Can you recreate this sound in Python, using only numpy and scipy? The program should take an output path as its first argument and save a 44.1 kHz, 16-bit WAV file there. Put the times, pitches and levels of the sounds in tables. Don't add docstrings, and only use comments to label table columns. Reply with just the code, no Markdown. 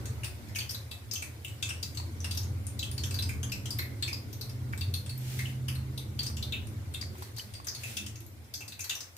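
import sys
import numpy as np
from scipy import signal
from scipy.io import wavfile
from scipy.ndimage import uniform_filter1d

SR = 44100
rng = np.random.default_rng(int(sys.argv[2]) if len(sys.argv) > 2 else 0)


def put_to_file(sound):
    columns = np.atleast_2d(sound).T
    safe = np.clip(columns, -1, 1)
    whole_steps = np.round(safe * 32767)
    wavfile.write(sys.argv[1], SR, whole_steps.astype(np.int16))


def ratio_of_db(decibels):
    return 10 ** (np.asarray(decibels, float) / 20)


N = 404397


def evened(x):
    return x / np.sqrt(np.mean(x ** 2) + 1e-20)


def read(points, hz):
    f, value = np.transpose(points)
    return np.interp(np.log(hz + 1), np.log(f + 1), value)


def curve(rows, column=1):
    return np.interp(np.arange(N) / SR, [r[0] for r in rows], [r[column] for r in rows])


def add(mix, s, sound):
    part = mix[round(s * SR):][:len(sound)]
    part += sound[:len(part)]


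# f/Hz, left-right likeness [-1..1]
LIKENESS = [(60, 1), (130, 0.87), (290, 0.83), (640, 0.38), (1410, -0.19), (3100, -0.052), (6820, -0.1),
            (15000, -0.05)]


def wash(shape_db, size, patchy_db):
    hz = np.fft.rfftfreq(size, 1 / SR)
    frames = 4 * N // size + 5
    a, b, c, d, patches = rng.standard_normal((frames, len(hz), 5)).T
    patches = uniform_filter1d(patches, size=3, axis=0)
    patches = evened(uniform_filter1d(patches, size=6, axis=1))
    same = np.clip(read(LIKENESS, hz), -1, 1)[:, None]
    left, other = a + 1j * b, c + 1j * d
    z = np.array([left, same * left + np.sqrt(1 - same ** 2) * other])
    z *= ratio_of_db(shape_db(hz)[:, None] + patchy_db * patches)
    return evened(signal.istft(z, nperseg=size, noverlap=3 * size // 4)[1][:, :N])


# t/s of the top, level/dB of the swell, rise/s
SURGES = [
    (2.48, 10, 0.063),
    (3.32, 9, 0.58),
    (4.9, 10, 0.48),
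    (6.76, 2, 0.77),
    (7.12, 7, 0.15),
    (7.739, 7, 0.16),
]


def surges():
    t, swell_db = np.arange(N) / SR, np.zeros(N)
    for top, db, rise in SURGES:
        shut = 0.072 + 0.065 * rise
        swell_db += db * np.interp(t, [top - rise, top, top + shut], [0, 1, 0])
    return swell_db


# t/s, level/dB
DRONE = [(0.0, -33), (0.3, -39.5), (1.1, -43.5), (2.4, -39.5), (3.65, -37), (4.45, -40), (5.1, -41.5),
         (6.6, -38), (7.5, -45), (8.1, -43), (9.17, -55.5)]
# f/Hz, level/dB per Hz
RUMBLE = [(12, -53), (20, -23), (43, -13.5), (68, -3.5), (86, 5), (132, 8), (143, -23), (157, -33),
          (170, -21), (220, -50), (370, -120)]
# f/Hz, level/dB per Hz
UPPER = [(88, -32), (150, -2.5), (172, -12.5), (214, -5.5), (248, -10), (303, -6.5), (425, -12),
         (661, -21.5), (721, -22), (1180, -24), (1500, -23), (1950, -31), (3300, -120)]
# f/Hz, width/Hz, level/dB
ROOM_MODES = [(53.4, 8.9, 6.5), (78.3, 41, 2.5), (87, 14, 5.5), (93.2, 53, 4.5), (111.9, 12.6, 7),
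              (211, 6.9, 11), (232.3, 17, 1.5), (271, 5.7, 4)]


def drone():
    def modes(hz):
        return sum(db / (1 + (2 * (hz - f) / width) ** 2) for f, width, db in ROOM_MODES)

    def low_db(hz):
        return read(RUMBLE, hz) + modes(hz) - 80 * (hz > 175)

    def high_db(hz):
        return read(UPPER, hz) + modes(hz) - 80 * ((hz < 150) | (hz > 1600))

    level_db, swell_db = curve(DRONE), surges()
    low = wash(low_db, size=8192, patchy_db=0.0) * ratio_of_db(level_db - 2.0 + 0.5 * swell_db)
    high = wash(high_db, size=4096, patchy_db=3.5) * ratio_of_db(-53 + level_db + 41 + 0.26 * swell_db)
    return low + ratio_of_db(np.array([[-.7], [.7]])) * high


# t/s, f/Hz, level/dB
BOOM = [(0, 74, -44), (0.3, 75.6, -45), (0.6, 78, -56), (1.5, 82, -49.5), (2.2, 85, -43), (2.48, 90, -33),
        (2.62, 85, -45), (2.95, 83, -45), (3.07, 92, -35), (3.36, 92, -36), (3.5, 92, -54), (4.7, 92, -62),
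        (4.82, 92, -32), (4.98, 91, -37.5), (5.15, 91, -59), (9.17, 91, -59)]


def boom():
    phase = 2 * np.pi * np.cumsum(curve(BOOM)) / SR
    return np.sqrt(2) * ratio_of_db(curve(BOOM, column=2)) * np.sin(phase)


# t/s, f/Hz, then level/dB of the fifth, third and eighth order
ORDERS = [(1.25, 26, -41, -58, -64), (1.55, 26.45, -42.5, -63, -64), (1.9, 26.32, -56, -65, -75),
          (2.3, 26.12, -54, -54, -52), (2.9, 25.38, -44.5, -42, -55), (3.22, 24.93, -43.5, -47, -51.5),
          (3.5, 24.6, -39, -57, -54), (4.28, 24.55, -46, -66, -62), (4.67, 24.89, -38.5, -61, -51),
          (5.01, 25.25, -49.5, -47, -55), (5.15, 25.37, -35, -53, -58.5), (5.81, 25.85, -36, -39, -49),
          (6.05, 26.16, -43.5, -42, -46), (6.7, 26.8, -48.5, -37, -54), (7.2, 27.07, -57, -42, -70),
          (7.6, 27.3, -57, -46, -64)]
# multiple of the firing f, level/dB
HARMONICS = [(2, -25), (3, -5), (4, -6), (5, -1), (6, -21), (8, -4.5), (9, -17.5), (10, -26), (11, -17.5),
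             (12, -23.5)]


def firing():
    t, lines = np.arange(N) / SR, np.zeros(N)
    turns = 2 * np.pi * np.cumsum(curve(ORDERS)) / SR
    near = np.clip(np.minimum(t - ORDERS[0][0], ORDERS[-1][0] - t) / 0.72, 0, 1)
    shared_db = 0.13 * (curve(ORDERS, column=2) + 37.0) - 43.0
    own_column = {5: 2, 3: 3, 8: 4}
    for k, db in HARMONICS:
        waver_db = 4.65 * np.interp(t, np.linspace(0, N / SR, 40), rng.standard_normal(40))
        if k == 5:
            waver_db = 0
        order_db = curve(ORDERS, column=own_column[k]) if k in own_column else shared_db
        lines += ratio_of_db(db + waver_db + order_db) * np.sin(k * turns + rng.uniform(0, 5.14))
    return ratio_of_db(np.array([[-.7], [.7]])) * np.sqrt(2) * near * lines


# t/s, level/dB
AIR = [(0, -53.5), (1, -56.5), (2, -54.5), (2.6, -55.5), (4, -55.5), (4.6, -56), (6, -56.5), (7.5, -56),
       (8.15, -60.5), (8.45, -59.5), (9.17, -59)]
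# f/Hz, level/dB per Hz
HISS = [(290, -30), (500, 3), (1180, -7), (1790, -2.5), (2130, -0.5), (2730, -6.5), (4090, -5.5),
        (6610, -9), (12500, -10), (15100, -10.5), (16000, -83)]


def air():
    return ratio_of_db(curve(AIR)) * wash(lambda hz: read(HISS, hz) - 60 * (hz < 450), size=512, patchy_db=2.5)


# t/s, level/dB
STROKES = [
    [(4.3, -90), (4.6, -69)],
    [(5.1, -60), (5.288, -56), (5.6, -55)],
    [(7.1, -59), (7.35, -60)],
    [(7.7, -59), (7.862, -53), (8.1, -57)],
]
# f/Hz, level/dB per Hz
POWDER = [(470, -10), (800, 7), (1140, -31), (1290, 0), (2240, 4), (4630, 2.5), (12000, 0), (16000, -2.5)]


def powder():
    t, stroke = np.arange(N) / SR, np.zeros(N)
    for rows in STROKES:
        fade = np.clip(np.minimum(t - rows[0][0], rows[-1][0] - t) / 0.22, 0, 1)
        stroke += fade * ratio_of_db(curve(rows) + 11.0)
    return stroke * wash(lambda hz: read(POWDER, hz), size=256, patchy_db=0.5)


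# f/Hz, t60/s
KITCHEN = [(700, 0.78), (2000, 0.35), (4000, 0.29), (10000, 0.26), (16000, 0.37)]


def kitchen(x):
    out, turn = np.zeros((2, N)), np.arange(N) / SR / 0.89
    for k in range(3):
        taps = np.zeros((2, SR // 2))
        slots = np.arange(110, SR // 2 - 12, 12)
        at = slots + rng.integers(0, 12, (2, len(slots)))
        np.put_along_axis(taps, at, rng.choice([-1., 1.], at.shape), 1)
        hz, t, z = signal.stft(taps, SR, nperseg=128)
        room = ratio_of_db(-60 * t / read(KITCHEN, hz)[:, None])
        sink = ratio_of_db(15.5 - 60 * t / 0.011)
        tail = signal.istft(z * (room + sink), SR, nperseg=128)[1]
        tail /= np.linalg.norm(tail[0])
        share = np.sqrt(2 / 3) * np.cos(np.pi * (turn + k / 3))
        out += signal.oaconvolve((x * share)[None], tail, axes=1)[:, :N]
    return out


# f/Hz, level/dB
BASIN = [(2126, -85), (2428, -84), (2616, -68), (3472, -90), (3666, -73), (4027, -75.5), (4247, -78),
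         (4576, -71), (6331, -75)]


def basin(x):
    t, ring = np.arange(SR // 3) / SR, 0
    for (hz, db), phase in zip(BASIN, rng.uniform(0, 2 * np.pi, (len(BASIN), 2, 1))):
        fall_db = 60 * t / 0.2 * (hz / 3000) ** 0.26
        ring = ring + ratio_of_db(db + 40 - fall_db) * np.sin(2 * np.pi * hz * t + phase)
    return signal.oaconvolve(x[None], ring * ratio_of_db(-8.5), axes=1)[:, :N]


# delay/s, level/dB
ECHOES = [
    (0.0113, -23),
    (.022, -20),
]


def echoes(direct):
    out = direct.copy()
    for (delay, db), pair in zip(ECHOES, (direct, direct[::-1])):
        out += ratio_of_db(db) * np.roll(pair, round(delay * SR), axis=1)
    return out


def bubbles(rows, cycles, glide, gain_db):
    out, t = np.zeros(N), np.arange(2000) / SR
    twins = rng.uniform(-1, 1, (len(rows), 2))
    for (s, db, hz), (size, late) in zip(rows, twins):
        fall_db = 60 * t * hz / cycles
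        shape = ratio_of_db(db + gain_db - fall_db) * np.minimum(t * hz / 1.65, 1)
        add(out, s, shape * np.sin(2 * np.pi * hz * t * (1 + glide * fall_db / 60)))
        twin = 0.4 * shape * np.sin(2 * np.pi * hz * (1 + 0.05 * size) * t)
        add(out, s + 0.006 * (1.2 + late), twin)
    return out


# t/s, level/dB, f/Hz
POPS = [
    (0.7095, -29, 5500),
    (3.497, -35, 4700),
    (7.3957, -28.5, 3010),
    (7.399, -38, 6200),
]


def pops():
    return bubbles(POPS, cycles=79.0, glide=0.02, gain_db=-1.0)


# t/s, level/dB, f/Hz
SMACKS = [(1.709, -45, 1560), (3.794, -43, 1400), (4.129, -49, 1100), (7.026, -44, 1900), (7.153, -55, 934),
          (7.222, -47.5, 970), (7.379, -59, 880), (7.668, -57, 1300), (8.793, -61, 920), (1.635, -60, 1600),
          (2, -49, 1030), (6.3, -53, 1140), (4.735, -43, 1550), (7.6, -53, 1100), (1.225, -48, 1400)]


def smacks():
    clicks, t = np.zeros(N), np.arange(1200) / SR
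    for (s, db, _), noise in zip(SMACKS, rng.standard_normal((len(SMACKS), len(t)))):
        add(clicks, s, ratio_of_db(db + 14.0 - 60 * t / 0.029) * noise)
    clicks = signal.lfilter(*signal.butter(2, [700, 2400], "band", fs=SR), clicks)
    return clicks + bubbles(SMACKS, cycles=12, glide=0.072, gain_db=22.0)


# t/s, tick level/dB, bubble level/dB, bubble f/Hz
DEEP = [(1.2229, -33, -36.5, 2370), (1.626, -38, -24, 3490), (1.6918, -32, -37, 5500),
        (1.9725, -41, -34, 4300), (2.244, -29.5, -37.5, 5230), (2.7921, -34, -38, 6700),
        (3.11, -29, -42, 7300), (3.1884, -47, -23.5, 3922), (3.4311, -34, -33, 3102),
        (4.0248, -32.5, -29, 4245), (4.078, -42, -31.5, 2410), (4.4945, -58, -47.5, 5330),
        (4.777, -32, -53, 7500), (5.9777, -49, -32, 3676), (6.426, -44, -29, 3600),
        (6.523, -40, -25.5, 3580), (7.3647, -42, -52, 5530), (7.7484, -40, -39, 4370),
        (8.6797, -47, -44, 4670), (8.8422, -32, -41, 4300)]
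# t/s, tick level/dB, bubble level/dB, bubble f/Hz
MID = [(0.549, -51, -36, 2977), (0.5868, -31, -35, 4550), (0.693, -39.5, -33.5, 5040),
       (1.8285, -35.5, -32, 4910), (2.311, -33.5, -36.5, 4680), (2.9792, -39.5, -34, 4460),
       (3.1427, -38, -33.5, 4565), (3.2242, -34, -33, 4860), (3.2917, -40, -35, 2310),
       (3.657, -45, -33, 3132), (3.7058, -46, -31.5, 4900), (4.129, -46, -32.5, 4930),
       (5.0623, -38, -60, 6700), (5.0941, -43, -37.5, 4400), (6.2639, -34, -34, 4710),
       (6.9397, -37, -46, 4153), (7.012, -43, -34.5, 4720), (7.5386, -40, -50.5, 4600),
       (7.6464, -36.5, -58, 6520), (7.969, -38, -27, 3400), (9.0053, -43, -39, 5200)]
# t/s, tick level/dB, bubble level/dB, bubble f/Hz
RIM = [(0.0563, -44, -42, 6640), (0.708, -32, -40, 5870), (0.7457, -34, -37, 3980), (0.913, -52, -33, 3790),
       (1.112, -49, -31, 5160), (1.1367, -23.5, -37, 6350), (1.447, -40.5, -34, 2900),
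       (2.203, -64, -39, 5960), (2.374, -31, -34.5, 5460), (3.036, -42, -29, 3290),
       (3.5192, -36, -32.5, 2580), (3.7887, -29.5, -34.5, 2095), (4.412, -34, -43.5, 4320),
       (4.8102, -39, -35.5, 4510), (4.9394, -35, -31, 4264), (5.3908, -37, -32, 2084),
       (5.683, -36, -31.5, 2966), (6.1908, -48, -30.5, 4470), (6.369, -42, -37.5, 3340),
       (7.67, -30.5, -34.5, 6370), (7.8346, -42, -35, 2520), (8.064, -42, -39, 3010),
       (8.1566, -57, -46.5, 6400), (8.5391, -40, -34.5, 4840), (8.607, -43, -45.5, 2600),
       (8.721, -52, -45.5, 3960), (8.7927, -46, -39, 2450), (8.8057, -42, -32.5, 6400),
       (8.896, -29.5, -23, 3600), (8.9519, -39, -35, 5860)]
# t/s, tick level/dB, tick f/Hz, spray level/dB
BARE = [(0.2344, -44, 8000, -48), (0.245, -29, 9600, -43.5), (0.485, -65.5, 8900, -56),
        (0.558, -45, 9400, -40), (1.1353, -33, 8000, -58), (1.483, -36, 7840, -52), (1.948, -72, 8000, -50),
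        (2.3493, -35, 12560, -49.5), (2.6684, -27, 9240, -52), (2.7921, -33, 14000, -52),
        (2.83, -42, 13000, -45.5), (2.9146, -27, 9360, -48), (2.979, -44, 13480, -70),
        (3.061, -35, 12600, -54), (3.1428, -36, 12500, -52), (3.2243, -36, 13660, -51),
        (4.3298, -33, 13280, -54), (4.4951, -51, 8550, -58), (5.178, -31.5, 12400, -59),
        (5.752, -40, 12500, -51), (6.232, -37, 9030, -43.5), (6.671, -38.5, 9290, -58),
        (7.181, -52, 8994, -57), (7.2241, -36.5, 12500, -48), (7.383, -53, 10100, -42),
        (8.2054, -39, 12100, -56.5), (8.265, -38, 12300, -63), (9.1675, -46, 9100, -49),
        (4.727, -49, 8900, -52), (6.9452, -42, 9100, -49), (2.433, -53, 9000, -57),
        (3.787, -23.5, 12460, -62), (8.444, -55, 9000, -65)]


def impacts():
    rows = []
    for drops, hz in ((DEEP, 8000), (MID, 9040), (RIM, 12300)):
        for (s, db, bubble_db, _), chance in zip(drops, rng.uniform(-1.7, 1, len(drops))):
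            spray_db = -41 + 0.31 * (db + 32.0) + 0.33 * (bubble_db + 30)
            rows.append((s, db, hz * (1 + 0.014 * chance), spray_db))
    return rows + BARE


# f/Hz, level/dB
SPLASH = [(900, -8.5), (1800, -3), (3000, -2.5), (6000, 2.5), (8000, 0), (12500, -2), (16000, -8)]


def ticks():
    tick, spray, t = np.zeros(N), np.zeros(N), np.arange(1500) / SR
    rows = impacts()
    crackle = rng.standard_normal((len(rows), len(t)))
    burst = 3.46 * ratio_of_db(-60 * t / 0.003) + 0.42 * ratio_of_db(-60 * t / 0.015)
    onset = np.minimum(t / 0.000087, 1)
    for (s, db, hz, spray_db), noise in zip(rows, crackle):
        add(tick, s - .0003, ratio_of_db(db - 3.5 - 60 * t / 0.0045) * np.sin(2 * np.pi * hz * t) * onset)
        add(spray, s - .0003, ratio_of_db(spray_db) * burst * noise)
    hz = np.linspace(0, SR / 2, 257)
    colour = signal.minimum_phase(signal.firwin2(511, hz, ratio_of_db(2 * read(SPLASH, hz)), fs=SR))
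    return tick, signal.oaconvolve(spray, colour)[:N]


# t/s, level/dB, f/Hz
FREED = [(0.2337, -40, 2440), (0.2342, -39.5, 2790), (0.5597, -31, 2440), (0.6031, -42, 2520),
         (1.627, -35, 2530), (1.6894, -37.5, 2570), (1.7051, -35, 2810), (2.2444, -36, 2720),
         (2.8301, -40, 2650), (4.0276, -43, 2570), (4.7309, -42, 2300), (4.8173, -42.5, 2654),
         (5.4561, -35.5, 2900), (6.3699, -43.5, 2780), (6.5324, -37, 2440), (6.539, -33.5, 2810),
         (6.9441, -46, 2610), (6.9461, -51, 2053), (7.6691, -44, 2020), (7.9736, -35, 2660),
         (8.724, -49, 2580), (8.8985, -38, 2680),
         (0.6094, -30, 3050), (0.9172, -36, 3530), (1.1587, -30.5, 3150), (1.4497, -58, 3100),
                (1.83, -36, 3700), (2.3159, -35, 3840), (2.7945, -34, 3950), (2.8283, -25.5, 3230),
                (3.7915, -36.5, 4134), (4.0317, -26, 3520), (4.412, -41, 3990), (4.816, -33, 3650),
                (4.9391, -32, 3480), (5.6842, -45, 3000), (5.7561, -45, 4220), (5.9764, -40.5, 4030),
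                (6.1906, -32.5, 3320), (6.4263, -39, 4140), (6.5227, -40, 4140), (6.9461, -28, 3530),
                (6.948, -46, 3790), (8.542, -51, 3580), (8.7218, -46, 3500),
         (0.558, -43, 5040), (0.604, -39, 6100), (1.113, -34, 6200), (1.1552, -31.5, 6170),
               (1.628, -40, 4680), (1.6546, -39, 6800), (3.4307, -38, 6220), (3.5247, -36.5, 5070),
               (3.658, -46, 5836), (5.685, -44.5, 4940), (6.2661, -38, 5650), (6.2663, -38, 5200),
               (6.3683, -42.5, 6890), (7.3717, -42, 4420), (7.552, -43, 4700), (7.6844, -31.5, 4950),
               (7.6856, -33, 5940), (7.9734, -39, 6580), (8.54, -37, 5040), (8.5521, -36, 6140),
               (8.7323, -50, 4450), (8.895, -36, 6600),
         (0.072, -58, 6800), (0.495, -48.5, 1970), (0.4955, -55, 5200), (0.63, -51, 2030),
        (0.915, -47.5, 2580), (1.17, -46.5, 2630), (1.24, -52, 1945), (2.349, -36, 3800),
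        (2.433, -43.5, 6400), (3.042, -48, 6350), (3.295, -48, 6400), (3.82, -37.5, 2080),
        (4.083, -42, 5000), (4.122, -48, 2506), (4.415, -47, 5020), (4.497, -51, 4900), (5.063, -45, 3300),
        (5.69, -43, 2350), (6.205, -50, 4540), (6.232, -41, 4400), (6.2325, -40, 3600), (6.39, -50, 2940),
        (6.445, -41, 3912), (6.553, -36, 3320), (7.84, -44, 2520), (8.066, -52, 2550), (8.555, -45, 4560),
        (8.62, -42.5, 2650), (8.912, -32.5, 2850), (8.92, -35, 3680), (9.008, -41, 6130)]


def pings():
    rows = [(s + 0.001157, db, hz) for s, _, db, hz in DEEP + MID + RIM]
    rows += FREED
    large = [row for row in rows if row[2] < 2950]
    middle = [row for row in rows if 2950 <= row[2] < 3950]
    small = [row for row in rows if row[2] >= 3950]
    return (bubbles(large, cycles=31.0, glide=0.041, gain_db=4.5)
            + bubbles(middle, cycles=24.4, glide=0.031, gain_db=1.5)
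            + bubbles(small, cycles=50.0, glide=0.028, gain_db=5.5))


def scene():
    lead = 15
    background = drone() + boom() + firing() + air() + powder()
    hand = smacks() + pops()
    hand_pair = np.array([np.roll(hand, lead), hand])
    ping = pings()
    tick, spray = ticks()
    left = ratio_of_db(6.0) * ping + ratio_of_db(5) * spray + ratio_of_db(10.0) * tick
    right = ratio_of_db(-4) * ping + ratio_of_db(1) * spray + ratio_of_db(1.5) * tick
    drops = echoes(np.array([left, np.roll(right, lead)]))
    room = ratio_of_db(7.5) * kitchen(ping + 1.2 * tick + 1.87 * spray + 0.08 * hand)
    room = room * ratio_of_db(np.array([[.6], [-.6]]))
    return background + hand_pair + room + basin(ping + 2.5 * spray) + drops


def low_pass(x):
    return signal.sosfilt(signal.butter(12, 16000, fs=SR, output="sos"), x)


def record(dry):
    edge = signal.firwin(401, 15600, fs=SR)
    limited = signal.oaconvolve(dry, edge[None], "same", axes=1)
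    top = dry - limited
    quick, slow = (abs(uniform_filter1d(top ** 2, size=n, axis=1)) + 1e-16 for n in (100, 1500))
    sudden = np.clip(10 * np.log10(quick / slow) - 5.5, 0, 1)
    kept = ratio_of_db(-5) * uniform_filter1d(sudden, size=60, axis=1) * top
    return low_pass(limited + kept)


dry = scene()
out = record(dry)
put_to_file(out)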